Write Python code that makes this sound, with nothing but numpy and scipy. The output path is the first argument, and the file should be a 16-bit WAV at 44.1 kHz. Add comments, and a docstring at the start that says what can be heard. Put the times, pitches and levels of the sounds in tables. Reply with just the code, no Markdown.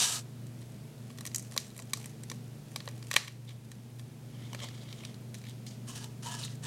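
"""Duct tape is handled close to a small microphone in a quiet room, where an appliance hums throughout.
First a strip rips off the roll as thousands of glue threads break. Then creases snap and tick while
sticky fingers fold and press the tape. After the loudest snap, near 3.2 s, the recorder's gain control
turns the sound down and creeps back. Later hands rustle, and at last slide over the work surface."""
import sys
import numpy as np
from scipy import signal
from scipy.fft import rfft, irfft, next_fast_len
from scipy.io import wavfile
from scipy.ndimage import uniform_filter1d

SR = 44100
rng = np.random.default_rng(int(sys.argv[2]) if len(sys.argv) > 2 else 0)


def file_out(sig):
    """Save sig as 16-bit WAV at sys.argv[1]."""
    # one column per channel
    cols = np.atleast_2d(sig).T
    # limit, then scale
    lim = np.clip(cols, -1, 1)
    pcm = np.round(lim * 32767).astype(np.int16)
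    wavfile.write(sys.argv[1], SR, pcm)


N = 293841
T = np.arange(N) / SR
PADDED = next_fast_len(N + SR, real=True)
FREQS = np.maximum(np.fft.rfftfreq(PADDED, 1 / SR), 1)

# The hollow ring of the tape roll. Each row: pitch in Hz, width in Hz, level in dB.
ROLL_MODES = [(704, 38, 10), (959, 63, 14), (1250, 110, 1.5), (1640, 51, 11.5), (3000, 50, 11)]
# The creases snapping. Each row: time in seconds, level in dB, ringing pitch in Hz, # extra bass in dB, extra
# treble in dB. The row at 3.172 s is not a crease: it is the loudest snap # coming back off the desk 8 ms
# later.
SNAPS = [(0.468, -52.5, 4000, 0, 9), (.62, -55.5, 3000, 3, -11), (.744, -60, 4000, -3, -3),
         (1.1035, -48.5, 4000, 3, -7), (1.186, -42, 3930, -5, 0), (1.209, -40.5, 8140, 1, -1.5),
         (1.2536, -36, 9550, -6, -1), (1.265, -34.5, 7200, -3, 6), (1.2733, -36.5, 3820, -27, 3),
         (1.316, -50, 1800, -5, -3), (1.347, -26.5, 6300, -14, 4.5), (1.36, -26, 6020, -20, 13),
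         (1.3825, -34, 6500, -7, 10), (1.3957, -40, 6660, -8, 12), (1.4255, -47, 8900, 2, 7),
         (1.5218, -44.5, 7000, -5, -3), (1.5415, -48, 4300, 0, 0), (1.565, -32, 1800, 14.5, 2),
         (1.5776, -20, 4100, -9, 1.5), (1.602, -43, 4200, -1, 10), (1.703, -51.5, 4000, 1, -1),
         (1.765, -47, 8430, 1, 0), (1.7784, -41, 8500, 6, 5), (1.791, -42, 1770, 7.5, 0.5),
         (1.799, -42.5, 4770, 9, 4), (1.822, -44.5, 7700, 8, 2), (1.9349, -23, 4280, 1, 1),
         (1.973, -41.5, 4000, 15, 8), (2.002, -46, 1900, 19, 5), (2.016, -51, 1890, 8, 1),
         (2.0437, -44.5, 1900, -4, -4), (2.0588, -39, 8800, -1, 2), (2.2356, -42.5, 8800, -11, -1),
         (2.3, -35.5, 3680, -7, 2.5), (2.316, -36, 3980, 11, -1), (2.761, -29.5, 3980, 3, -0.5),
         (2.804, -40, 4070, 3, -14), (2.877, -34, 1790, 8, -14), (2.8884, -43.5, 1900, 9, 1),
         (3.027, -45, 4800, -3, -4.5), (3.07, -48, 2400, -3, 5), (3.1137, -26, 1810, -3, -4),
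         (3.132, -35, 3800, -5, 1), (3.14, -27.5, 3840, 3, -0.5), (3.147, -40, 2000, -5, -14),
         (3.1625, -24.5, 2370, -2, 2), (3.165, -9.5, 1800, -2, -6), (3.172, -31, 1300, 2, -6),
         (3.2475, -42.5, 3900, -3, -2), (3.276, -42, 3500, -4, -9), (3.2803, -33.5, 2290, -8, -6),
         (3.492, -44, 3580, -5, -4), (3.7172, -42, 6300, -14, -4.5), (3.9956, -45, 3300, 8, -1.5),
         (4.532, -38.5, 3100, 9.5, -6), (4.548, -35.5, 1600, 7, -2.5), (4.6025, -42, 3180, -9, -6),
         (4.6435, -43.5, 3200, 5, 2), (4.6871, -43, 3300, -6, -5), (4.9277, -40.5, 3560, -15, -6.5),
         (5.0366, -45, 2300, 7, -11), (5.051, -37.5, 3950, -13, -4), (5.144, -49, 3600, -4, -3),
         (5.344, -42.5, 6300, -15, -2), (5.351, -45, 6300, -8, -1), (5.384, -54, 7600, -10, 4),
         (5.416, -53, 2150, -12, -1), (5.44, -48.5, 2230, -14, -4), (5.452, -52, 2280, -14, -10),
         (5.468, -49, 2250, -14, -7), (5.487, -50, 2250, -15, -1), (5.496, -48, 2970, -4, 5),
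         (5.666, -45, 3760, -27, -2), (6.043, -39.5, 4140, -6, 2), (6.45, -39, 7800, -10, 2),
         (6.48, -46, 2800, 1, -16), (6.554, -52, 7500, -9.5, 0)]
HARD_SNAP_DB = -26  # other snaps are weighed against one of this level
# The tone of snapping, crackling tape. Each row: frequency in Hz, level in dB.
SNAP_COLOUR = [(150, -37), (300, -7.5), (750, -4.5), (1200, -5.5), (2300, 2), (5000, 1), (8500, 2.5),
               (11500, -1.5), (14000, -11), (16000, -22)]
# The ring of the folded tape. Each row: pitch in Hz, width in Hz, level in dB.
FOLD_MODES = [(576, 100, -2), (1114, 145, 6), (1840, 250, -0.5), (2280, 110, -6.5), (3100, 240, -10),
              (3980, 220, -2.5), (4770, 130, -6.5), (5830, 292, -4.5), (7500, 340, -10), (8330, 270, -19),
              (12200, 500, -6.5)]


def undb(db):
    """Turn decibels into a number to multiply by."""
    return 10 ** (np.asarray(db) / 20)


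def unit(x):
    """Scale a signal so that its average (rms) level is 1."""
    return x / np.sqrt(np.mean(x ** 2))


def colour(points, freqs):
    """Join (Hz, dB) points into a tone curve: one gain for each frequency."""
    hz, db = np.transpose(points)
    return undb(np.interp(np.log(freqs), np.log(hz), db))


def ring(modes, freqs):
    """The response of an object that rings at several pitches; narrow ones ring longer."""
    return sum(undb(db) / (1 + 1j * (freqs ** 2 - hz ** 2) / (freqs * width)) for hz, width, db in modes)


def shape(x, response):
    """Filter a full-length signal with a tone curve and bring it to level 1."""
    return unit(irfft(rfft(x, PADDED) * response, PADDED)[:N])


def walk(rate):
    """A smooth random wobble of size 1 that turns about `rate` times a second."""
    step = max(int(SR / rate), 1)
    stairs = np.repeat(rng.standard_normal(N // step + 1), step)
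    return unit(uniform_filter1d(stairs, step)[:N])


def slips(rate, spread_db):
    """Tiny random clicks, about `rate` a second: many weak ones, a few strong."""
    happens = rng.random(N) < rate / SR
    return happens * rng.choice([-1, 1], N) * undb(spread_db * np.minimum(rng.exponential(size=N), 4))


def shifting(x, response, flicker_db, rate):
    """Like shape, but each band of pitches swells and fades as the contact moves."""
    spectrum = rfft(x, PADDED) * response
    centres = np.log(np.geomspace(600, 13000, num=16))
    masks = (np.interp(np.log(FREQS), centres, one) for one in np.eye(len(centres)))
    bands = (irfft(spectrum * mask, PADDED)[:N] for mask in masks)
    return unit(sum(band * undb(flicker_db * walk(rate)) for band in bands))


def envelope(start_s, length_s, attack_s, release_s):
    """Rise, hold until the movement ends, die away."""
    age = T - start_s
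    return np.clip(age / attack_s, 0, 1) * np.exp(-np.maximum(age - length_s, 0) / release_s)


def mains_hum(hz=120, waver_db=0.8):
    """A low 120 Hz hum, heard wavering and briefly fading as it beats against the room's rumble."""
    # The hum's loudness as it is heard. Each row: time in seconds, level in dB.
    hum_levels = [(0.0, -53), (0.22, -47.5), (0.72, -49.5), (2.56, -47), (2.61, -66), (2.69, -46.5),
                  (3.06, -43.5), (3.13, -49.5), (3.56, -44.5), (3.62, -51.5), (4.03, -43.5), (4.1, -55),
                  (4.28, -44.5), (5.08, -47), (5.13, -56), (5.22, -45.5), (6.66, -46)]
    level_db = np.interp(T, *np.transpose(hum_levels)) + waver_db * walk(9)
    return np.sqrt(2) * undb(level_db) * np.sin(2 * np.pi * hz * T)


def appliance(swell_db=1.6, swell_start_s=4.6, swell_s=0.58):
    """An appliance sings faint tones and stirs a low drone in the room; both swell a little late on."""
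    # The appliance's tones. Each row: pitch in Hz, level before the swell in dB.
    hum_tones = [(146.4, -54.5), (220.7, -60.5), (240, -60), (328.4, -70), (387.6, -71), (441.4, -69),
                 (651.4, -76)]
    # The low notes at which the room rings. Each row: pitch in Hz, width in Hz, level in dB.
    drone_modes = [(119, 12, -2), (125, 40, 0.5), (191.7, 15.7, 2.5), (223.4, 7.3, -4.5)]
    tones = 0
    for hz, db in hum_tones:
        level = np.sqrt(2) * undb(db + 2.45 * walk(4))
        phase = 2 * np.pi * (hz * T + rng.random()) + 0.21 * walk(4.9)
        tones = tones + level * np.sin(phase)
    low_band = 1 / (1 + (FREQS / 330) ** 4) / (1 + (85 / FREQS) ** 4)  # keeps 85 to 330 Hz
    drone = undb(-53) * shape(rng.standard_normal(N), abs(ring(drone_modes, FREQS)) * low_band)
    swell = undb(swell_db * np.clip((T - swell_start_s) / swell_s, 0, 1))
    return swell * (tones + drone)


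def soft_hiss(above_600_hz_db=-60):
    """A soft, steady hiss, with its loudness set by the part above 600 Hz."""
    # The tone of the quiet room. Each row: frequency in Hz, level in dB.
    air_colour = [(15, -69.5), (25, -27.5), (84, -22.5), (102, 5.5), (123, 0), (166, -10), (200, -3),
                  (270, -20), (503, -24), (1130, -35), (2000, -36.5), (2160, -37), (2350, -36.5),
                  (11300, -42.5), (16000, -48.5)]
    # nothing may be stronger than it is at 290 Hz, which flattens the bass
    gain = np.minimum(colour(air_colour, FREQS), colour(air_colour, 290))
    upper_share = np.sqrt(np.sum(gain[FREQS > 600] ** 2) / np.sum(gain ** 2))
    return undb(above_600_hz_db) / upper_share * shape(rng.standard_normal(N), gain)


def rip(slacken_s=0.1, roll_db=-18):
    """Glue threads break in uneven surges; the roll rings, and so does the strip while it is taut."""
    # How hard the strip is pulled. 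Each row: time in seconds, level in dB.
    rip_pull = [(0, -25), (.036, -26), (.06, -30.5), (.125, -34.5), (.14, -33), (.17, -38), (.197, -43.5),
                (.225, -61), (.27, -100)]
    # The tone of the rip. Each row: frequency in Hz, level in dB.
    rip_colour = [(180, -43), (300, -30), (348, -38), (385, -7.5), (645, -10), (725, -7), (1100, -11),
                  (1250, 1), (1460, -6.5), (1610, -5), (2030, -7), (3760, 0), (7820, 2.5), (13300, -13),
                  (16000, -31)]
    # The ring of the taut strip. Each row: pitch in Hz, width in Hz, level in dB.
    strip_modes = [(2960, 300, 7.5), (3730, 410, 3), (4540, 300, -4), (5800, 350, 3), (8320, 1000, -3)]
    pull = undb(np.interp(T, *np.transpose(rip_pull)))
    threads = slips(rate=7000, spread_db=1.5) * undb(0.96 * walk(700))
    film = colour(rip_colour, FREQS)
    taut = np.exp(-T / slacken_s)
    ringing = shape(threads, film * abs(1 + ring(strip_modes, FREQS)))
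    slack = shifting(threads, film, flicker_db=1.5, rate=59)
    roll = shape(threads, ring(ROLL_MODES, FREQS))
    return pull * (taut * ringing + (1 - taut) * slack + undb(roll_db) * roll)


def snap(ring_hz, bass_db, treble_db, fold_modes, crumple_s, noise, ring_db):
    """One crease starts to give, flips with a sharp kick, crumples for a moment and rings out."""
    size = len(noise)
    t = (np.arange(size) - size // 8) / SR  # zero at the kick
    freqs = np.maximum(np.fft.rfftfreq(size, 1 / SR), 1)
    give = 0.28 * np.exp(-abs(t) / 0.00064)
    crumple = 0.17 * np.exp(-abs(t) / (2 * max(crumple_s, 1e-4)))
    flutter = 0.066 * np.exp(-abs(t) / 0.0044)
    kick = (t == 0) + noise * np.where(t < 0, give, crumple + flutter)
    # a long crease is fuller, a short one brighter
    tilt = colour([(750, bass_db), (1700, 0.0089), (4200, 0.009), (6500, treble_db)], freqs)
    modes = undb(ring_db) * ring(fold_modes + [(ring_hz, 0.3 * ring_hz, -5)], freqs)
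    gain = colour(SNAP_COLOUR, freqs) * tilt * abs(1 + modes)
    # build the filter so that the fold rings only after it is kicked (minimum phase)
    cepstrum = irfft(np.log(gain + 1e-9)) * (1 + np.sign(np.fft.fftfreq(size)))
    click = irfft(np.exp(rfft(cepstrum)) * rfft(kick))
    return click / np.sqrt(uniform_filter1d(click ** 2, size=88).max())  # loudest 2 ms at level 1


def creases(ring_db, crumpling, bends, detune=0.008, scatter_db=0.8):
    """The tape snaps as it is folded and pressed; hard snaps flip fast, weak ones crumple longer."""
    noises = crumpling * rng.standard_normal((len(SNAPS), 2048))
    out = np.zeros(N)
    for (time_s, db, *tone), noise, bend in zip(SNAPS, noises, bends):
        start = int(time_s * SR) - len(noise) // 8
        hardness_db = db - HARD_SNAP_DB
        crumple_s = 0.00094 * 2 ** (-hardness_db / 36)  # halves for every 36 dB
        crumple_gain = undb(-0.69 * max(hardness_db, 0))  # the hardest snaps flip more cleanly
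        # the fold is bent differently each time, so its ring shifts in pitch and strength
        bent = [(hz * (1 + detune * pitch), width, mode_db + scatter_db * strength)
                for (hz, width, mode_db), (pitch, strength) in zip(FOLD_MODES, bend)]
        click = snap(*tone, bent, crumple_s, crumple_gain * noise, ring_db)
        out[start:start + len(click)] += undb(db) * click
    return out


def fingers(light_touch_db=-72, press_db=-59.5, press_s=0.04):
    """Glue crackles faintly under the fingertips, louder as they press around each snap."""
    press = 0
    for time_s, db, *_ in SNAPS:
        strength = undb(press_db + 0.31 * (db - HARD_SNAP_DB))
        press = np.maximum(press, strength * np.exp(-abs(T - time_s) / press_s))
    working = envelope(start_s=0.54, length_s=3.9, attack_s=0.023, release_s=0.1)
    # each small unsticking is a cluster of a few milliseconds
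    clusters = uniform_filter1d(abs(slips(rate=110, spread_db=1.0)), size=150) * undb(2.7 * walk(25.02))
    crackle = shape(clusters * rng.standard_normal(N), colour(SNAP_COLOUR, FREQS))
    return working * (undb(light_touch_db) + press) * crackle


def rustle():
    """Hands and sleeves brush about, catching and letting go in tiny steps."""
    # The brushing movements. Each row: start in seconds, length in seconds, level in dB,
    # brightness in dB.
    brushes = [(3.47, 0.04, -52.5, 1), (4.204, 0.9, -57.5, -1.5), (4.589, 0.014, -49, -1),
               (4.612, 0.028, -45.5, -2), (5.34, 0.044, -58, 6), (5.447, 0.065, -57.5, 2),
               (5.664, 0.011, -50, 6), (5.7, 0.034, -56.5, 3.5)]
    # The tone of the rustle. Each row: frequency in Hz, level in dB.
    rustle_colour = [(240, -30), (400, -18), (560, 0), (800, -10), (1100, -5), (1550, -14), (2200, 0),
                     (2600, -10.5), (3190, 2), (4500, -5.5), (8060, -10), (15000, -29)]
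    catches = slips(rate=3000, spread_db=1.5) * undb(2.4 * walk(120))
    cloth = shifting(catches, colour(rustle_colour, FREQS), flicker_db=2.5, rate=40)
    out = 0
    for start_s, length_s, db, bright_db in brushes:
        tilt = colour([(2000, -bright_db), (6000, bright_db)], FREQS)
        movement = envelope(start_s, length_s, attack_s=0.23 * length_s, release_s=0.016)
        out = out + undb(db) * movement * shape(cloth, tilt)
    return out


def slides(grit_db=-5):
    """Dry sliding wakes the hollow roll and a hoarse squeak whose pitch moves with the contact."""
    # The sliding strokes. Each row: start in seconds, length in seconds, level in dB, hollow ring in dB,
    # squeak pitch in Hz, squeak in dB. Ring and squeak levels are relative to the stroke's hiss.
    strokes = [(5.869, 0.033, -47.5, -14, 1048, -13), (5.899, 0.047, -54.5, -10, 1045, -14),
               (5.947, 0.037, -45.5, -13.5, 1640, -16), (5.995, 0.062, -54.5, -5, 880, -10),
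               (6.222, .02, -48, -6.5, 3050, -9), (6.241, .047, -47, -2.5, 952, 2),
               (6.291, 0.063, -44.5, -4, 1640, -9), (6.365, 0.066, -47.3, -18, 2870, -8),
               (6.429, 0.012, -49.5, -22, 3910, 6.5), (6.437, 0.016, -47, -18, 3570, -10),
               (6.482, 0.049, -57, -12, 1870, -8), (6.618, 0.068, -45, -8, 1843, -8)]
    # The tone of the sliding hiss. Each row: frequency in Hz, level in dB.
    slide_colour = [(290, -40), (500, -7), (823, -18), (935, -34), (1110, -5), (1650, -9), (1800, -11),
                    (2170, -11.5), (2920, -2.5), (4540, -4.5), (5780, -2.5), (9510, -6), (15000, -26)]
    friction = slips(rate=7000, spread_db=1.0) * undb(1.8 * walk(220))
    grit = undb(grit_db) * unit(slips(rate=190, spread_db=1.0))  # catches on coarser grains
    hiss = shifting(unit(friction) + grit, colour(slide_colour, FREQS), flicker_db=1.5, rate=66)
    hollow = shifting(friction, ring(ROLL_MODES, FREQS), flicker_db=2.2, rate=35)
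    rasp = unit(undb(2.9 * walk(130)))
    pitch_wobble = 1 + 0.0153 * walk(40) + 0.055 * walk(700)
    out = 0
    for start_s, length_s, db, ring_db, squeak_hz, squeak_db in strokes:
        squeak = np.sqrt(2) * rasp * np.sin(2 * np.pi * np.cumsum(squeak_hz * pitch_wobble) / SR)
        push = envelope(start_s, length_s, attack_s=0.38 * length_s, release_s=0.013)
        out = out + push * undb(db) * (hiss + undb(ring_db) * hollow + undb(squeak_db) * squeak)
    return out


def room(x, echo_db=-8, low_fade_s=0.39, high_fade_s=0.36):
    """The walls of a small bare room send back a blur of echoes; the treble dies first."""
    # The tone of the echoes. Each row: frequency in Hz, level in dB.
    echo_colour = [(200, -4), (900, 0.5), (2200, -2.5), (4000, -0.5), (6500, 1.5), (11000, -6.5),
                   (16000, -4.5)]
    noise = shape(rng.standard_normal(N), colour(echo_colour, FREQS))
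    low = signal.sosfilt(signal.butter(1, 4500, fs=SR, output="sos"), noise)
    tail = low * undb(-60 * T / low_fade_s) + (noise - low) * undb(-60 * T / high_fade_s)
    tail = tail * np.clip(T / 0.00069, 0, 1)
    return undb(echo_db) * signal.fftconvolve(x, tail / np.linalg.norm(tail))[:N]


def scene():
    """Tape and hands with their echoes, over the hum and hiss of the room."""
    tearing = rip()
    rubbing = fingers() + rustle() + slides()
    bends = rng.standard_normal((len(SNAPS), len(FOLD_MODES), 2))
    # the walls gather each snap from all directions, which evens out its tone
    snaps_at_walls = undb(-6) * creases(ring_db=1, crumpling=False, bends=bends)
    echoes = room(snaps_at_walls + undb(-20) * tearing + undb(-3) * rubbing)
    close_snaps = creases(ring_db=11, crumpling=True, bends=bends)
    background = mains_hum() + appliance() + soft_hiss()
    return (background + tearing + close_snaps + rubbing + echoes)[None]


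def record(dry, threshold_db=-9, recover_db_per_s=3.0, react_s=0.02, ceiling=0.75, top_hz=16100):
    """Gain control dips after a loud peak and creeps back; peaks are rounded and the top treble is cut."""
    level_db = 20 * np.log10(abs(dry[0]) + 1e-9)
    over_db = np.clip(level_db - threshold_db, 0, 4.2)
    recovery_db = recover_db_per_s * T
    held_db = np.maximum.accumulate(over_db + recovery_db) - recovery_db
    smoothing = np.exp(-1 / (react_s * SR))
    dip_db = signal.lfilter([1 - smoothing], [1, -smoothing], held_db)
    rounded = ceiling * np.tanh(dry * undb(-dip_db) / ceiling)
    return signal.sosfilt(signal.ellip(8, .2, 70, top_hz, fs=SR, output="sos"), rounded)


dry = scene()
out = record(dry)
file_out(out)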